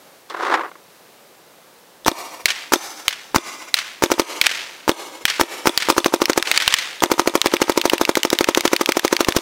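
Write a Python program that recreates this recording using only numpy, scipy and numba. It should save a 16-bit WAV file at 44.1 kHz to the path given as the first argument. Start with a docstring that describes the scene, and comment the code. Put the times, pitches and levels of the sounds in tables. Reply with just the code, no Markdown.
"""Paintball across a grassy field

An electronic paintball marker fires single shots, short bursts, then a steady stream at a board.
Each cycle is a valve knock, a hiss of gas, the muzzle blast and the clack of the returning bolt.
The balls crack on the board; trees and bushes throw the sound back. A rustle of gear comes first.
The microphone is close: its gain control ducks after loud blasts and the peaks distort."""
import sys
import numpy as np
from scipy import signal
from scipy.fft import rfft, irfft, next_fast_len
from scipy.io import wavfile
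from scipy.ndimage import uniform_filter1d
from numba import njit

SR = 44100
rng = np.random.default_rng(int(sys.argv[2]) if len(sys.argv) > 2 else 0)


def inscribe(sig):
    """Save sig as 16-bit PCM at rate SR to the path in sys.argv[1].

    A 1-D sig is mono; a 2-D sig holds one channel per row.
    Samples are clipped to [-1, 1] before scaling.
    """
    pcm = np.round(np.clip(np.atleast_2d(sig).T, -1, 1) * 32767)
    wavfile.write(sys.argv[1], SR, pcm.astype(np.int16))


N = 414981

# tone of the open air: (f/Hz, level/dB)
AIR_COLOUR = [(18, -68), (30, -49), (64, -15), (134, -9.5), (165, -3.5), (194, -6.5), (449, -2), (499, -1),
              (1460, -10.5), (3400, -16.5), (3670, -15.5), (8080, -22), (14800, -23.5), (16000, -26)]
# tail of a shot in the trees: (delay t/s, level/dB), and its tone: (f/Hz, level/dB)
TREE_TAIL = [(0, -47), (0.01, 15.5), (0.05, 5), (0.111, 7), (.16, 6.5), (.2, -1), (.27, -1), (.36, -7.5),
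             (.6, -13.5), (1.1, -34)]
TREE_COLOUR = [(100, -31), (330, -10.5), (560, -5.5), (750, -0.5), (1000, -0.5), (1700, -2.5), (2400, 2.5),
               (5500, 0.5), (9000, 4), (12500, 0.5), (16000, -5)]
# tail of a hit in the bushes: (delay t/s, level/dB), and its tone: (f/Hz, level/dB)
BUSH_TAIL = [(0, 31), (0.019, -43), (0.026, 8.5), (0.054, -0.5), (0.081, -5), (.15, -7), (.25, -17),
             (.45, -28), (.9, -45)]
BUSH_COLOUR = [(150, -16), (700, 0), (1300, 5.5), (1900, 9), (3200, 6), (6000, -2.5), (10000, -14.5),
               (16000, -24)]
# envelope of the gear rustle: (t/s, body level/dB, treble level/dB)
RUSTLE_ENVELOPE = [(0.285, -82, -77), (0.303, -26.5, -33), (0.323, -31.5, -48), (0.457, -18.5, -33),
                   (0.493, -21, -41), (0.553, -10.5, -26), (0.567, -18, -43), (0.649, -26, -54),
                   (0.7, -41, -69)]
# sharper jolts of the gear: (t/s, level/dB)
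GEAR_JOLTS = [(0.347, -18), (0.4, -19), (0.523, -12.5), (0.54, -16), (0.655, -21), (0.715, -26.5),
              (0.755, -29)]
# dull rub and fine hiss of the gear: (f/Hz, level/dB)
RUB_COLOUR = [(47, -76), (80, -46), (151, -37), (176, -31), (339, -0.5), (451, -5), (562, -3), (641, -9),
              (747, -4), (971, -2.5), (1110, 1), (2140, -13), (2280, -17), (3860, -31.5), (15000, -68)]
HISS_COLOUR = [(200, -60), (1500, -3), (3500, 5), (6000, -4.5), (14000, -27)]
# balls landing after about .36 s of flight: (t/s, level/dB, ring f/Hz, echo level/dB)
BALL_HITS = [(2.4563, 4, 2320, -0.5), (3.0805, 5, 3130, -8), (3.7412, 3.5, 3940, -1.5),
             (4.4135, 5, 2200, 1.5), (4.466, -7, 2040, 1.5), (5.253, 6, 2420, 2.5), (5.7755, 5, 4480, 2.5),
             (6.0443, -2, 2820, -11), (6.2554, 0.5, 5360, -8.5), (6.3317, -8, 4460, -6),
             (6.425, -7, 3700, -0.5), (6.514, 5.5, 2100, 3.5), (6.575, -6, 4650, 5),
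             (6.6775, -2.5, 3970, 0), (6.7394, -3, 3000, 0.5), (7.415, 2.5, 2850, 0), (7.469, -4, 2320, 0),
             (7.5667, -10, 2710, -6), (7.625, -12, 2610, -6.5), (7.7212, -14, 2970, -7),
             (7.8137, 0, 2530, -3), (7.897, 1.5, 2870, 0), (7.98, -5.5, 2714, -4), (8.051, -0.5, 2730, -10),
             (8.1535, 6, 2050, -3), (8.2316, 7, 2990, -7), (8.302, 5.5, 3774, -1.5), (8.3872, 5, 3700, -6),
             (8.4423, -1, 2660, 2.5), (8.5476, -0.5, 3600, 2), (8.6074, 3.5, 2226, -1.5),
             (8.6772, -4.5, 1500, -2), (8.7632, 4, 2970, 0), (8.8593, 3.5, 3300, -10), (8.9201, 4, 2080, 1),
             (8.994, -0.5, 2050, 0.5), (9.0783, -5, 3630, -0.5), (9.1653, -2.5, 4545, -0.5),
             (9.2462, -2.5, 2727, -4), (9.3223, -10, 2220, -5)]
# tone of the bursting paint, and the scooped mids of the board: (f/Hz, level/dB)
SPLAT_COLOUR = [(100, -58), (500, 6), (1200, 1), (2400, 10), (4500, 6.5), (7000, -2), (11000, -8),
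                (16000, -7.5)]
BOARD_COLOUR = [(60, 5), (400, -4.5), (1000, -4), (2000, -1.5)]
# trigger and switch clicks: (t/s, level/dB)
TRIGGER_TICKS = [(0.3, -27), (2.048, -23), (2.059, -20), (4.883, -30), (7.005, -16)]
# runs of evenly spaced shots; the last two shots end the stream with a heavier thump:
# (first blast t/s, shot count, blast level/dB, gas level/dB, air push level/dB)
SHOT_RUNS = [(2.0824, 1, -4.5, -1.5, 5.5), (2.7371, 1, -6, -0.7, -36), (3.362, 1, -2.5, -1.5, 8.5),
             (4.0389, 3, -1.5, -3, -21), (4.8948, 1, -2, -4.5, -16), (5.4131, 1, -1, -1.5, 2),
             (5.6727, 1, -7, -3.5, -5), (5.9025, 7, -1, -1.5, -16), (7.0381, 5, -0.5, -3, -14),
             (7.4599, 14, 0, -2, -12), (8.5745, 9, 1.5, 1, -21), (9.286, 2, -5, -1.3, 3.5)]
# modes of barrel and body, and of the bolt on its stop: (f/Hz, level/dB, 60 dB decay t/s)
BARREL_MODES = [(336.6, 0, 0.016), (343, -17, 0.069), (412, -6, 0.018), (530.3, -11, 0.041),
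                (882, -12, 0.031), (1175, -17, 0.022), (1970, -3.5, 0.0033)]
BOLT_MODES = [(1850, -15, 0.0094), (3453, -4, 0.019), (3670, -3.5, 0.011), (5100, -10, 0.0096),
              (8400, -8, 0.011)]
# tone of the gas, the valve knock and the ball's scrape: (f/Hz, level/dB)
GAS_COLOUR = [(200, -43), (700, 15.5), (1500, 9.5), (3000, -1), (4800, 0), (6000, 2), (8000, -8.5),
              (10000, -9.5), (16000, -14.5)]
KNOCK_COLOUR = [(150, -30), (350, -6), (700, 2.5), (950, 12.5), (1400, 4), (2500, -19)]
SCRAPE_COLOUR = [(300, 1), (900, -5), (1600, -16), (3000, -13), (9000, -23)]
# overall tone of the marker: less bass, a slight dip near 720 Hz, brighter top: (f/Hz, level/dB)
MARKER_COLOUR = [(40, -7.5), (140, -4.5), (280, 2.5), (560, -.5), (720, -1), (900, 0), (16000, 3.5)]

SHOT_PERIOD_S = .0791  # steady fire while the trigger is held


def undb(db):
    """Decibels to gain."""
    return 10 ** (np.asarray(db) / 20)


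def unit(x):
    """Scale to rms 1."""
    return x / np.sqrt(np.mean(x ** 2))


def clock(seconds):
    """Sample times of a short sound."""
    return np.arange(int(seconds * SR)) / SR


def add(track, s, x):
    """Mix x into the track at time s."""
    i = int(round(s * SR))
    x = x[:max(len(track) - i, 0)]
    track[i:i + len(x)] += x


def colour(x, points):
    """EQ through (f/Hz, level/dB) points."""
    hz, db = np.transpose(points)
    size = next_fast_len(len(x) + SR // 10)
    f = np.maximum(np.arange(size // 2 + 1) * SR / size, 1)
    gain = undb(np.interp(np.log(f), np.log(hz), db))
    return irfft(rfft(x, size) * gain, size)[:len(x)]


def noise(points, size):
    """Coloured noise of rms 1."""
    return unit(colour(rng.standard_normal(size), points))


def drift(rate_hz):
    """Smoothed random steps of rms 1."""
    step = int(SR / rate_hz)
    stairs = np.repeat(rng.standard_normal(N // step + 1), step)
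    return unit(uniform_filter1d(stairs, step)[:N])


def field_air(level_db=-47, waver_db=.5):
    """A quiet bed of open air, wavering slightly."""
    return undb(level_db + waver_db * drift(6)) * noise(AIR_COLOUR, N)


def tree_echo(shots, level_db=-17, patchy_db=2):
    """Foliage scatters each shot into countless small reflections: a patchy, fading tail."""
    delay, db = np.transpose(TREE_TAIL)
    t = clock(1)
    tail = noise(TREE_COLOUR, len(t))
    tail *= undb(np.interp(t, delay, db) + patchy_db * drift(90.4)[:len(t)])
    tail /= np.sqrt(np.sum(tail ** 2))
    return undb(level_db) * signal.fftconvolve(shots, tail)[:N]


def gear_rustle(grain_db=2.5, rub_db=-1, hiss_db=-1, catch_db=2, catch_s=.0034, catches_per_s=32):
    """Gear rubs as the marker is raised: dull grains, small random catches and a few jolts."""
    t = np.arange(N) / SR
    s, body_db, treble_db = np.transpose(RUSTLE_ENVELOPE)
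    body, treble = (undb(np.interp(t, s, db, left=-120, right=-120)) for db in (body_db, treble_db))
    catch = np.exp(-clock(.04) / catch_s)
    snags = 1. * (rng.random(N) < catches_per_s / SR)
    catches = signal.fftconvolve(snags, catch)[:N]
    grains = unit(undb(grain_db * drift(260)) + undb(catch_db) * catches)
    force = undb(rub_db) * body * grains
    for when, db in GEAR_JOLTS:
        add(force, when, undb(db) * catch)
    friction = rng.standard_normal(N)
    rub = colour(force * friction, RUB_COLOUR) / np.std(colour(friction, RUB_COLOUR))
    hiss = undb(hiss_db) * treble * grains * noise(HISS_COLOUR, N)
    return rub + hiss


def shell_crack(hz, ring_db=3.5, ring_s=.0014, splat_db=2, burst_s=.00087, spray_db=-21, spray_s=.0096):
    """A shell bursts in about a millisecond, rings the board briefly and sprays paint."""
    t = clock(.04)
    tone = undb(ring_db) * np.sin(2 * np.pi * hz * t) * np.exp(-t / ring_s)
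    splat = undb(splat_db) * np.exp(-(t / burst_s) ** 2 / 2)
    spray = undb(spray_db) * np.exp(-t / spray_s)
    return tone + (splat + spray) * noise(SPLAT_COLOUR, len(t))


def board_hits(crack_db=4, crush_s=.0006, wash_db=-24, patchy_db=2,
               slap_db=-11, slap_delay_s=.0462, slap_s=.0065):
    """Each ball flattens and cracks; bushes return a wash, a hard face behind the board one slap."""
    cracks, slaps, wash_power = np.zeros((3, N))
    t = clock(.9)
    delay, tail_db = np.transpose(BUSH_TAIL)
    tail = undb(wash_db + np.interp(t, delay, tail_db))
    for s, db, hz, echo_db in BALL_HITS:
        burst_at = s + crush_s
        add(cracks, burst_at, undb(crack_db + db) * shell_crack(hz))
        add(slaps, burst_at + slap_delay_s, undb(slap_db + echo_db) * np.exp(-t / slap_s))
        add(wash_power, burst_at, (undb(echo_db) * tail) ** 2)
    wash = np.sqrt(wash_power) * undb(patchy_db * drift(600))
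    echoes = (slaps + wash) * noise(BUSH_COLOUR, N)
    return colour(cracks + echoes, BOARD_COLOUR)


def ring(modes, contact_s, scatter_db=1, detune=.018):
    """Modes rung by one push; a longer contact is duller, and no two pushes are quite alike."""
    t = clock(.06)
    scatter = rng.standard_normal((len(modes), 2)) * [scatter_db, detune]
    tones = sum(undb(db + extra_db - 60 * t / t60) * np.cos(2 * np.pi * hz * (1 + shift) * t)
                for (hz, db, t60), (extra_db, shift) in zip(modes, scatter))
    push = t * np.exp(-t / max(contact_s, 1 / SR))
    return signal.fftconvolve(tones, push / push.sum())[:len(t)]


def gas_hiss(lead_s, leak_db=-18, jet_db=2, rise_s=.00094, jet_s=.0054,
             gulp_db=3, gulp_s=.00286, after_db=-18, fade_s=.007):
    """Gas leaks past the ball, swells as it nears the muzzle, jets out in gulps and dies away."""
    t = clock(.08) - lead_s
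    before, after = np.maximum(-t, 0), np.maximum(t, 0)
    slosh_db = gulp_db * np.cos(2 * np.pi * after / gulp_s)  # pressure sloshes along the barrel
    jet = undb(jet_db + slosh_db) * np.exp(-before / rise_s - (after / jet_s) ** 2 / 2)
    leak = np.where(t < 0, undb(leak_db), undb(after_db) * np.exp(-after / fade_s))
    return noise(GAS_COLOUR, len(t)) * (jet + leak)


def air_push(rise_s=.0017, width_s=.012):
    """Muzzle air strikes the microphone: a quick push that lets go more slowly."""
    t = clock(width_s)
    return t / rise_s * np.exp(1 - t / rise_s) * np.cos(np.pi / 2 * t / t[-1])


def firings(blast_scatter_db=.97, gas_scatter_db=.44, push_scatter_db=2):
    """Every shot, each a little different: (t/s, blast level/dB, gas level/dB, air push level/dB)."""
    shots = np.array([(s + k * SHOT_PERIOD_S, db, gas_db, air_db)
                      for s, count, db, gas_db, air_db in SHOT_RUNS for k in range(round(count))])
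    scatter = [0, blast_scatter_db, gas_scatter_db, push_scatter_db]
    return shots + rng.standard_normal(shots.shape) * scatter


def marker(valve_db=-5, scrape_db=-17, shove_db=3, blast_db=14, ground_db=-12, push_db=7,
           cycle_s=.037, bolt_db=-8, clack_db=-7.5, rebound_db=-10):
    """The valve opens, gas drives the ball out, the blast rings the barrel and the bolt comes home."""
    out, t = np.zeros(N), clock(.012)
    scrape_swell = np.sin(np.pi * t / t[-1]) ** 2
    shove = np.exp(-((t - .001) / .00014) ** 2)
    for k, (s, db, gas_db, air_db) in enumerate(firings()):
        lead_s = .0195 if k == 0 else .0157  # time in the barrel, longer on the cold first shot
        valve_at = s - lead_s
        # the solenoid opens the valve, which knocks the body
        knock = colour(ring(BARREL_MODES, contact_s=.00007), KNOCK_COLOUR)
        add(out, valve_at, -undb(valve_db) * knock)
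        add(out, valve_at, undb(gas_db) * gas_hiss(lead_s))
        # the ball scrapes down the barrel and shoves air out just ahead of the blast
        scrape = scrape_swell * noise(SCRAPE_COLOUR, len(t))
        add(out, s - t[-1], undb(scrape_db + gas_db) * scrape)
        add(out, s - .002, undb(shove_db + db) * shove)
        blast = -undb(db) * ring(BARREL_MODES, contact_s=.00005)
        add(out, s, undb(blast_db) * blast)
        add(out, s + .0067, -undb(ground_db) * blast)  # bounce off the ground
        add(out, s - .0005, undb(push_db + air_db) * air_push())
        # the bolt clacks home and rebounds softly off its bumper; from rest it sticks and is late
        home_at = valve_at + cycle_s + (.016 if k == 0 else 0)
        add(out, home_at, undb(bolt_db) * ring(BARREL_MODES, contact_s=.00007))
        add(out, home_at, undb(clack_db) * ring(BOLT_MODES, contact_s=.00002))
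        add(out, home_at + .0031, undb(rebound_db) * ring(BARREL_MODES, contact_s=.0001))
    for s, db in TRIGGER_TICKS:
        add(out, s, undb(db) * ring(BOLT_MODES, contact_s=.00002))
    return colour(out, MARKER_COLOUR)


def scene():
    """Marker, board, echoes and gear over the quiet of the field."""
    shots = marker()
    return (shots + tree_echo(shots) + field_air() + board_hits() + gear_rustle())[None]


@njit
def follow(x, attack, hold, release):
    """Envelope that rises fast, holds, then lets go; times in samples."""
    out, level, wait = np.empty(len(x)), 0., 0.
    for i in range(len(x)):
        wait -= 1
        if x[i] > level:
            level += (x[i] - level) / attack
            wait = hold
        elif wait < 0:
            level += (x[i] - level) / release
        out[i] = level
    return out


def duck(x, threshold_db, attack_s, hold_s, release_s):
    """Turn the gain down while the envelope is above the threshold."""
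    envelope = follow(np.abs(x), attack_s * SR, hold_s * SR, release_s * SR)
    return x / np.maximum(envelope / undb(threshold_db), 1)


def record(dry):
    """Slow gain control, a quick limiter, a bright microphone that overloads, trimmed lows and highs."""
    x = duck(dry[0], threshold_db=-1.5, attack_s=.0025, hold_s=.06, release_s=.034)
    x = duck(x, threshold_db=-2, attack_s=.00089, hold_s=.0015, release_s=.0068)
    x = colour(x, [(270, -3.5), (16000, 2)])  # bright tilt
    x = np.clip(x, -1, 1)
    x = colour(x, [(20, -7.5), (150, -1), (270, 0)])  # bass shelf
    high_cut = signal.ellip(8, .2, 70, 15700, fs=SR, output="sos")
    return signal.sosfilt(high_cut, x)[None]


dry = scene()
out = record(dry)
inscribe(out)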